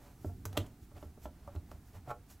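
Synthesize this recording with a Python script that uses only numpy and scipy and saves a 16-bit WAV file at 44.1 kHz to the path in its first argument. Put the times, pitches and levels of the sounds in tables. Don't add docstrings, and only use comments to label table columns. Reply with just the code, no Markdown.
import sys
import numpy as np
from scipy import signal
from scipy.fft import rfft, irfft
from scipy.io import wavfile
from scipy.ndimage import uniform_filter1d

SR = 44100
rng = np.random.default_rng(int(sys.argv[2]) if len(sys.argv) > 2 else 0)


def digitize_waveform(pressure):
    field = np.atleast_2d(pressure).T
    bounded = np.clip(field, -1, 1)
    quanta = np.round(bounded * 32767).astype(np.int16)
    wavfile.write(sys.argv[1], SR, quanta)


N = 105840
TIME = np.arange(N) / SR
EVENT_TIME = TIME[:SR // 2]


def amp(db):
    return 10 ** (np.asarray(db) / 20)


def unit_rms(x):
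    return x / np.sqrt(np.mean(x ** 2) + 1e-20)


def unit_peak(x):
    return x / np.sqrt(uniform_filter1d(x ** 2, size=220).max() + 1e-20)


def value_at(points, hz):
    point_hz, value = np.transpose(points)
    return np.interp(np.log(hz + 1), np.log(point_hz + 1), value)


def add(mix, start_s, sound):
    part = mix[max(round(start_s * SR), 0):][:len(sound)]
    part += sound[:len(part)]


def colour(x, spectrum):
    gain = amp(value_at(spectrum, np.fft.rfftfreq(len(x), 1 / SR)))
    return unit_rms(irfft(rfft(x) * gain, len(x)))


def decay(t, t60):
    return np.exp(-np.log(1000) * t / t60)


def swell(peak_s, rise_s, fall_s):
    distance = (TIME - peak_s) / np.where(TIME < peak_s, rise_s, fall_s)
    return np.exp(1 - np.hypot(1, distance * np.sqrt(2)))


def click(spectrum, size=4096):
    log_gain = np.log(amp(value_at(spectrum, abs(np.fft.fftfreq(size, 1 / SR)))))
    response = np.exp(np.conj(signal.hilbert(log_gain)))
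    return np.fft.ifft(response).real[:size // 2]


def burst(spectrum, t60, direct):
    echoes = rng.choice([-1., 1.], len(EVENT_TIME)) * decay(EVENT_TIME, t60)
    paths = echoes / np.linalg.norm(echoes) + direct * (EVENT_TIME == 0)
    return unit_peak(signal.fftconvolve(paths, click(spectrum))[:len(EVENT_TIME)])


def ring(modes):
    return unit_peak(sum(amp(db) * decay(EVENT_TIME, t60) * np.cos(2 * np.pi * hz * EVENT_TIME)
                         for hz, db, t60 in modes))


def soften(x, cutoff_hz):
    lowpass = signal.butter(3, min(cutoff_hz, SR / 3), fs=SR, output="sos")
    return unit_peak(signal.sosfilt(lowpass, x))


# frequency in Hz, relative density in dB.
ROOM_TONE_SPECTRUM = [(12, -11), (20, -0.5), (60, -3), (83, -2.5), (150, -11.5), (285, -8.5), (459, -43.5),
                      (718, -14.5), (1030, -23), (1290, -22), (3160, -31.5), (13200, -33), (16000, -32.5)]

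def room_tone(level_db=-64):
    return amp(level_db) * colour(rng.standard_normal(N), ROOM_TONE_SPECTRUM)


# frequency in Hz, t60 in seconds.
ROOM_T60 = [(100, 0.54), (300, 0.37), (750, 0.17), (1500, 0.16), (4000, 0.18), (14000, 0.14)]

def reverberation(x, onset_s):
    hz, t, noise = signal.stft(rng.standard_normal(len(EVENT_TIME)), SR, nperseg=256)
    damped = noise * decay(t, value_at(ROOM_T60, hz)[:, None])
    tail = signal.istft(damped, SR, nperseg=256)[1][:len(EVENT_TIME)]
    tail *= 1 - np.exp(-(EVENT_TIME / onset_s) ** 2)
    return signal.fftconvolve(x, tail / np.linalg.norm(tail))[:N]


# frequency in Hz, relative density in dB.
SWAY_SPECTRUM = [(20, -15.5), (45, 2), (85, 2), (130, -5.5), (290, -11), (450, -22), (1000, -64),
                 (4000, -44)]
# time in seconds, level in dB.
SWAY_LEVELS = [(0, -59), (.35, -51), (.7, -54), (1.1, -57.5), (1.7, -56), (2.1, -57.5), (2.4, -60.5)]

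def tub_sway():
    level_db = np.interp(TIME, *np.transpose(SWAY_LEVELS))
    return amp(level_db) * colour(rng.standard_normal(N), SWAY_SPECTRUM)


# frequency in Hz, relative density in dB.
HISS_SPECTRUM = [(300, -20), (1500, -1.5), (4000, -3), (7000, 2.5), (9500, -4.5), (12000, 3.5),
                 (16000, -5.5)]
SCUFF_SPECTRUM = [(80, 11.5), (300, 3), (750, 4.5), (1400, -4), (2200, -8.5), (5000, -18.5), (16000, -38)]
# peak time, rise and fall in seconds, hiss and scuff levels in dB.
STROKES = [(0.058, 0.091, 0.062, -70.5, -61.5), (.265, 0.052, 0.033, -66.5, -68.5),
           (0.608, 0.09, 0.058, -71, -56.5), (.84, 0.022, 0.012, -70, -94),
           (0.972, 0.012, 0.012, -76, -56.5), (1.035, 0.052, 0.038, -70, -67),
           (1.248, 0.023, 0.013, -61.5, -63.5), (1.52, 0.15, 0.077, -81, -64),
           (1.711, 0.031, 0.065, -74.5, -66.5), (1.88, 0.033, 0.027, -73, -74.5),
           (1.959, 0.022, 0.022, -67.5, -57), (2.112, 0.024, 0.0067, -61.5, -47.5),
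           (2.306, 0.012, 0.028, -59.5, -63)]

def glove_strokes(grain_db=3):
    grains = amp(grain_db * np.minimum(rng.exponential(1, N), 4))
    hiss = colour(rng.standard_normal(N) * grains, HISS_SPECTRUM)
    scuff = colour(rng.standard_normal(N) * grains, SCUFF_SPECTRUM)
    return sum(swell(peak_s, rise_s, fall_s) * (amp(hiss_db) * hiss + amp(scuff_db) * scuff)
               for peak_s, rise_s, fall_s, hiss_db, scuff_db in STROKES)


# frequency in Hz, relative level in dB, t60 in seconds.
DRUM_MODES = [(523, -7, .07), (592, -3, .085), (702, 0, .08), (765, -7, .07), (836, 1, .08), (1100, 0, .06),
              (1335, 3, .06), (1760, -14, .05), (2270, -10, .06)]
# peak time, rise and fall in seconds, gain in dB,
# slips per second, cutoff in Hz.
RUBBER_JUDDERS = [(.300, 0.01, 0.0029, -55, 228.8, 740), (0.56, 0.0062, 0.0017, -45.5, 262, 860),
                  (2.1133, 0.015, 0.0032, -36, 119, 1300)]

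def rubber_judder(jitter=0.02, grit=0.03):
    out = np.zeros(N)
    for peak_s, rise_s, fall_s, db, slip_hz, cutoff_hz in RUBBER_JUDDERS:
        wander = unit_rms(uniform_filter1d(rng.standard_normal(N), size=300))
        cycles = np.cumsum(slip_hz * (1 + jitter * wander)) / SR
        cycles -= np.interp(peak_s, TIME, cycles)
        slips = np.diff(np.floor(cycles), prepend=np.floor(cycles[0]))
        force = (slips + grit * rng.standard_normal(N)) * swell(peak_s, rise_s, fall_s)
        drum = soften(ring(DRUM_MODES), cutoff_hz)
        out += amp(db) * signal.fftconvolve(force, drum)[:N]
    return out


# start in seconds, level in dB, pitch in Hz, hold and t60 in seconds.
TUB_THUMPS = [(0.257, -32, 92.3, 0.0086, 0.26), (0.456, -36, 96, 0.013, 0.38),
              (0.575, -31.5, 95.3, 0.039, 0.12), (.935, -49.5, 90, 0.039, 0.18),
              (1.05, -40.5, 79, 0.015, 0.2), (1.236, -45.5, 63.6, 0.049, 0.059),
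              (1.467, -45, 86.4, 0.016, 0.14), (1.558, -32.5, 80.7, 0.026, 0.053),
              (1.736, -43, 73, 0.016, 0.059), (1.959, -43.5, 90, 0.013, 0.21),
              (2.074, -44.5, 133, 0.019, 0.19)]

def tub_thumps(rise_s=0.0072):
    out = np.zeros(N)
    attack = 1 - np.exp(-(EVENT_TIME / rise_s) ** 2)
    for start_s, db, hz, hold_s, t60 in TUB_THUMPS:
        envelope = attack * decay(np.maximum(EVENT_TIME - hold_s, 0), t60)
        add(out, start_s, amp(db) * envelope * np.sin(2 * np.pi * hz * EVENT_TIME))
    return out


# frequency in Hz, relative level in dB, t60 in seconds.
CABINET_MODES = [(137.5, -8, 0.19), (165.4, -7.5, 0.22), (237, 2, 0.13), (280.6, -1.5, 0.14),
                 (368.6, -0.5, 0.18), (510, 8, 0.028)]
# frequency in Hz, relative density in dB.
DRUM_SPECTRUM = [(40, -51), (200, 0.5), (430, -12), (600, 13), (800, -3.5), (1150, -3.5), (1500, -8.5),
                 (3000, -20), (8000, -13)]
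CABINET_SPECTRUM = [(30, -40), (70, -7.5), (150, -12), (280, -2.5), (480, -7), (750, -41), (2000, -82),
                    (9000, -72)]
# start in seconds, drum level in dB, drum cutoff in Hz, cabinet level in dB.
FINGER_TAPS = [(0.246, -41, 1220, -35), (0.4537, -51, 2420, -43), (0.5734, -40.5, 2500, -30),
               (.916, -59.5, 1600, -58), (.975, -61, 2510, -65), (1.027, -45.5, 1670, -46),
               (1.175, -58, 1200, -54), (1.2559, -37.5, 1270, -45), (1.477, -43.5, 1070, -63),
               (1.551, -52, 1500, -45), (1.561, -52.5, 2000, -49), (1.7161, -47, 1430, -50.5),
               (2.076, -45.5, 880, -48)]

def finger_taps(cabinet_cutoff_hz=560):
    out = np.zeros(N)
    for start_s, drum_db, cutoff_hz, cabinet_db in FINGER_TAPS:
        drum_echoes = amp(7) * burst(DRUM_SPECTRUM, t60=0.039, direct=0.72)
        drum = soften(ring(DRUM_MODES) + drum_echoes, cutoff_hz)
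        cabinet_echoes = amp(2) * burst(CABINET_SPECTRUM, t60=0.066, direct=0.86)
        cabinet = unit_peak(soften(ring(CABINET_MODES), cabinet_cutoff_hz) + cabinet_echoes)
        add(out, start_s, amp(drum_db) * drum + amp(cabinet_db) * cabinet)
    return out


# frequency in Hz, relative density in dB.
CRACK_SPECTRUM = [(40, -22), (250, 4), (1200, 11.5), (2800, -3), (4300, 2.5), (7500, 5.5), (10000, -0.5),
                  (12300, 5), (16000, -2.5)]
CLACK_SPECTRUM = [(30, -47), (150, -9.5), (450, 6), (1050, 2), (2000, -8), (2600, -4), (3100, -0.5),
                  (3700, -4.5), (5000, -16), (16000, -38)]
# start in seconds, crack level in dB, clack level in dB.
SEAL_SNAPS = [(0.4537, -38, -74), (.529, -56.5, -51), (0.5705, -46, -36.5), (0.5739, -35.5, -26.5),
              (0.664, -60, -63), (.980, -71, -61.5), (1.0265, -70, -61), (1.2569, -70, -54),
              (1.474, -67, -75), (1.552, -60.5, -72), (1.561, -75, -56.5), (1.714, -59.5, -57)]

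def seal_snaps():
    out = np.zeros(N)
    for start_s, crack_db, clack_db in SEAL_SNAPS:
        crack = amp(crack_db) * burst(CRACK_SPECTRUM, t60=0.038, direct=0.05)
        clack = amp(clack_db) * burst(CLACK_SPECTRUM, t60=0.021, direct=0.58)
        add(out, start_s, crack + clack)
    return out


def scene(right_bias_db=1.6):
    contacts = finger_taps() + seal_snaps() + glove_strokes() + rubber_judder()
    mid = contacts + amp(-9.5) * reverberation(contacts, onset_s=0.0027)
    mid += tub_sway() + tub_thumps() + room_tone()
    side = amp(-43) * reverberation(contacts, onset_s=0.00081)
    side += amp(-78) * rng.standard_normal(N)
    return np.array([(mid + side) * amp(-right_bias_db / 2), (mid - side) * amp(right_bias_db / 2)])


def record(dry):
    lowpass = signal.firwin(511, 15900, window=("kaiser", 9), fs=SR)
    return signal.oaconvolve(dry, lowpass[None], "same")


dry = scene()
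out = record(dry)
digitize_waveform(out)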